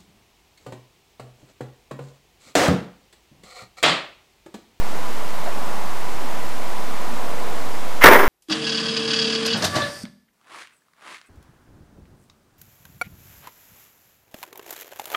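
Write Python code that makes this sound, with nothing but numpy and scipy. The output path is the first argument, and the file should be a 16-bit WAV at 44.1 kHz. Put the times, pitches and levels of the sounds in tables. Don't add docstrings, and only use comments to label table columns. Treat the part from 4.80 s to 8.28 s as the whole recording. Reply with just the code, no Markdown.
import sys
import numpy as np
from scipy import signal
from scipy.fft import rfft, irfft
from scipy.io import wavfile
from scipy.ndimage import uniform_filter1d

SR = 44100
rng = np.random.default_rng(int(sys.argv[2]) if len(sys.argv) > 2 else 0)


def log_audio(samples):
    frames = np.atleast_2d(samples).T
    limited = np.clip(frames, -1, 1)
    pcm = np.round(limited * 32767).astype(np.int16)
    wavfile.write(sys.argv[1], SR, pcm)


N = 153468

# start_s, level_db, t60_s, bass_relative_db
ARRIVALS = [(3.2392, 6, 0.01, -7.5), (3.2442, 4, 0.0366, -6), (3.2575, 4, 0.0657, -9.5),
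            (3.267, -1, 0.02, -10), (3.276, -2.5, 0.09, -13), (3.284, -4, 0.04, 1), (3.310, -5, 0.11, -2.5),
            (3.321, -8, 0.12, -0.5), (3.331, -7, 0.14, 0), (3.352, -9.5, 0.14, 4.5),
            (3.384, -12.5, 0.27, -2), (3.426, -18.5, 0.4, -1)]
# frequency_hz, t60_s
HALL_DECAY = [(100, .8), (300, 0.9), (1000, 1.0), (2000, 0.63), (4000, 0.92), (8000, 0.76), (14000, 0.95)]
# frequency_hz, relative_db
CRACK_SPECTRUM = [(60, -39), (123, -24), (230, -10), (265, -6.5), (460, -2.5), (752, -10), (948, -3),
                  (1140, -6.5), (2090, -6.5), (2510, -18), (3300, -22.5), (4280, -32.5), (5600, -29.5),
                  (8000, -37.5), (10300, -30), (12000, -36.5), (14000, -24), (15300, -27)]
# peak_s, centre_hz, peak_rms_db, rise_s, fall_s
SWINGS = [(.683, 640, -25, 0.026, .008), (0.675, 1670, -39, .05, .04), (0.95, 1030, -37, .12, 0.11),
          (2.72, 600, -38, 0.114, 0.066)]
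# frequency_hz, relative_db
VENT_SPECTRUM = [(40, -24), (80, -26), (105, -7), (142, -7.5), (231, -1), (349, -6), (435, -2), (974, -1),
                 (1100, -3), (1240, -4.5), (1440, -11), (1880, -8.5), (2400, -13.5), (6000, -20.5),
                 (15300, -27.5)]
# pitch_hz, rms_db
WHINE_TONES = [(1001, -44.5), (6503, -69), (7499, -62), (8500, -63), (9502, -71)]
# middle_s, centre_hz, peak_rms_db, half_length_s
LOW_NOISE_PATCHES = [(0.387, 70, -51, 0.036), (.71, 75, -58, 0.054), (1.102, 70, -45.5, 0.085),
                     (1.335, 50, -47, .05), (1.69, 70, -46.5, .07), (1.85, 30, -48, 0.13),
                     (2.35, 30, -48, .09), (2.77, 35, -53, .05), (2.9, 70.5, -47, 0.31)]

CRACK_S = 3.2395


def crack(t):
    return colour(clusters(t) + wash(t), CRACK_SPECTRUM)


def clusters(t, uneven_db=2, crossover_hz=694):
    grains = rng.standard_normal(N) * undb(uneven_db * walk(600))
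    treble_power = bass_power = 0
    for start_s, level_db, t60_s, bass_relative_db in ARRIVALS:
        envelope = undb(level_db) * cluster_envelope(t, start_s, t60_s)
        treble_power += envelope ** 2
        bass_power += (envelope * undb(bass_relative_db)) ** 2
    treble = butter(grains * np.sqrt(treble_power), crossover_hz, "high")
    bass = butter(grains * np.sqrt(bass_power), crossover_hz, "low")
    return treble - bass


def cluster_envelope(t, start_s, t60_s, smear=0.042):
    front_s = 1 / SR + smear * abs(start_s - CRACK_S)
    return np.clip((t - start_s) / front_s, 0, 1) * fade(t, start_s, t60_s, hold_s=0.0029)


def wash(t, gain_db=-6, rise_s=0.013):
    rise = 1 - np.exp(-np.maximum(t - CRACK_S, 0) / rise_s)
    tail = shaped_noise(lambda hz: fade(t, CRACK_S, lookup(HALL_DECAY, hz)))
    return rise * undb(gain_db) * tail


def thump(t, start_s=3.2415, gain_db=2.5, pitch_hz=303):
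    return undb(gain_db) * fade(t, start_s, t60_s=0.027) * np.sin(2 * np.pi * pitch_hz * (t - start_s))


def rush(t, start_s=3.207, rise_s=0.0093, whistle_s=3.234, whistle_rise_s=0.002):
    growth = (1 - np.exp(-np.maximum(t - start_s, 0) / rise_s)) ** 2
    air = band_noise(centre_hz=1600, width_hz=1600, rms_db=-16)
    broadband = level(colour(rng.standard_normal(N), CRACK_SPECTRUM), -10.5)
    tearing = butter(broadband, 800, "high", order=3)
    whistle = band_noise(centre_hz=2000, width_hz=600, rms_db=-11)
    whistle_onset = np.clip((t - whistle_s) / whistle_rise_s, 0, 1)
    return (t < CRACK_S) * (growth * (air + tearing) + whistle_onset * whistle)


def swishes(t):
    total = np.zeros(N)
    for peak_s, centre_hz, peak_rms_db, rise_s, fall_s in SWINGS:
        envelope = np.exp(np.minimum((t - peak_s) / rise_s, (peak_s - t) / fall_s))
        total += envelope * band_noise(centre_hz, 0.39 * centre_hz, peak_rms_db)
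    return total


def ventilation(swell_db=1.12, flicker_db=1.63, steady_above_hz=1200):
    shared_db = swell_db * walk(2.65)

    def band_gain(hz):
        waver_db = (shared_db + flicker_db * walk(5.963)) / (1 + (hz / steady_above_hz) ** 2)
        return undb(lookup(VENT_SPECTRUM, hz) + waver_db)

    return level(shaped_noise(band_gain), rms_db=-31.5)


def whine(t):
    return sum(np.sqrt(2) * undb(rms_db) * np.sin(2 * np.pi * hz * t) for hz, rms_db in WHINE_TONES)


def low_noise(t):
    total = np.zeros(N)
    for middle_s, centre_hz, peak_rms_db, half_length_s in LOW_NOISE_PATCHES:
        envelope = np.exp(-((t - middle_s) / half_length_s) ** 4)
        total += envelope * band_noise(centre_hz, 0.6 * centre_hz, peak_rms_db)
    return total


def undb(db):
    return 10 ** (np.asarray(db) / 20)


def level(x, rms_db):
    return x * undb(rms_db) / np.sqrt(np.mean(x ** 2))


def lookup(table, hz):
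    frequencies_hz, values = np.array(table).T
    return np.interp(np.log(hz), np.log(frequencies_hz), values)


def butter(x, cutoff_hz, kind, order=2):
    return signal.sosfilt(signal.butter(order, cutoff_hz, kind, fs=SR, output="sos"), x)


def band_noise(centre_hz, width_hz, rms_db):
    edges_hz = [centre_hz - width_hz / 2, centre_hz + width_hz / 2]
    return level(butter(rng.standard_normal(N), edges_hz, "band"), rms_db)


def shaped_noise(band_gain, lowest_hz=40):
    spectrum = rfft(rng.standard_normal(N))
    bin_hz = np.maximum(np.arange(N // 2 + 1) * SR / N, 1)
    band_index = 3 * np.log2(bin_hz / lowest_hz)
    total = np.zeros(N)
    for k in range(27):
        triangle = np.clip(1 - abs(band_index - k), 0, 1)
        total += band_gain(lowest_hz * 2 ** (k / 3)) * irfft(spectrum * triangle, N)
    return total


def colour(x, table):
    bin_hz = np.maximum(np.arange(2049) * SR / 4096, 1)
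    cepstrum = irfft(np.log(undb(lookup(table, bin_hz))))
    cepstrum[1:2048] *= 2
    cepstrum[2049:] = 0
    response = irfft(np.exp(rfft(cepstrum)))
    return signal.fftconvolve(x, response / np.linalg.norm(response))[:N]


def walk(rate_hz):
    hold = int(SR / rate_hz)
    steps = np.repeat(rng.standard_normal(N // hold + 1), hold)
    return uniform_filter1d(uniform_filter1d(steps, hold), hold)[:N]


def fade(t, start_s, t60_s, hold_s=0):
    return (t >= start_s) * undb(-60 * np.maximum(t - start_s - hold_s, 0) / t60_s)


def scene():
    t = np.arange(N) / SR
    return (ventilation() + low_noise(t) + whine(t) + swishes(t) + rush(t) + thump(t) + crack(t))[None]


def record(dry):
    offset, cutoff_hz = 0.273, 15400
    clipped = np.clip(dry + offset, -1, 1) - offset
    lowpass = signal.ellip(12, 0.2, 55, cutoff_hz, fs=SR, output="sos")
    return offset + signal.sosfilt(lowpass, clipped)


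dry = scene()
out = record(dry)
log_audio(out)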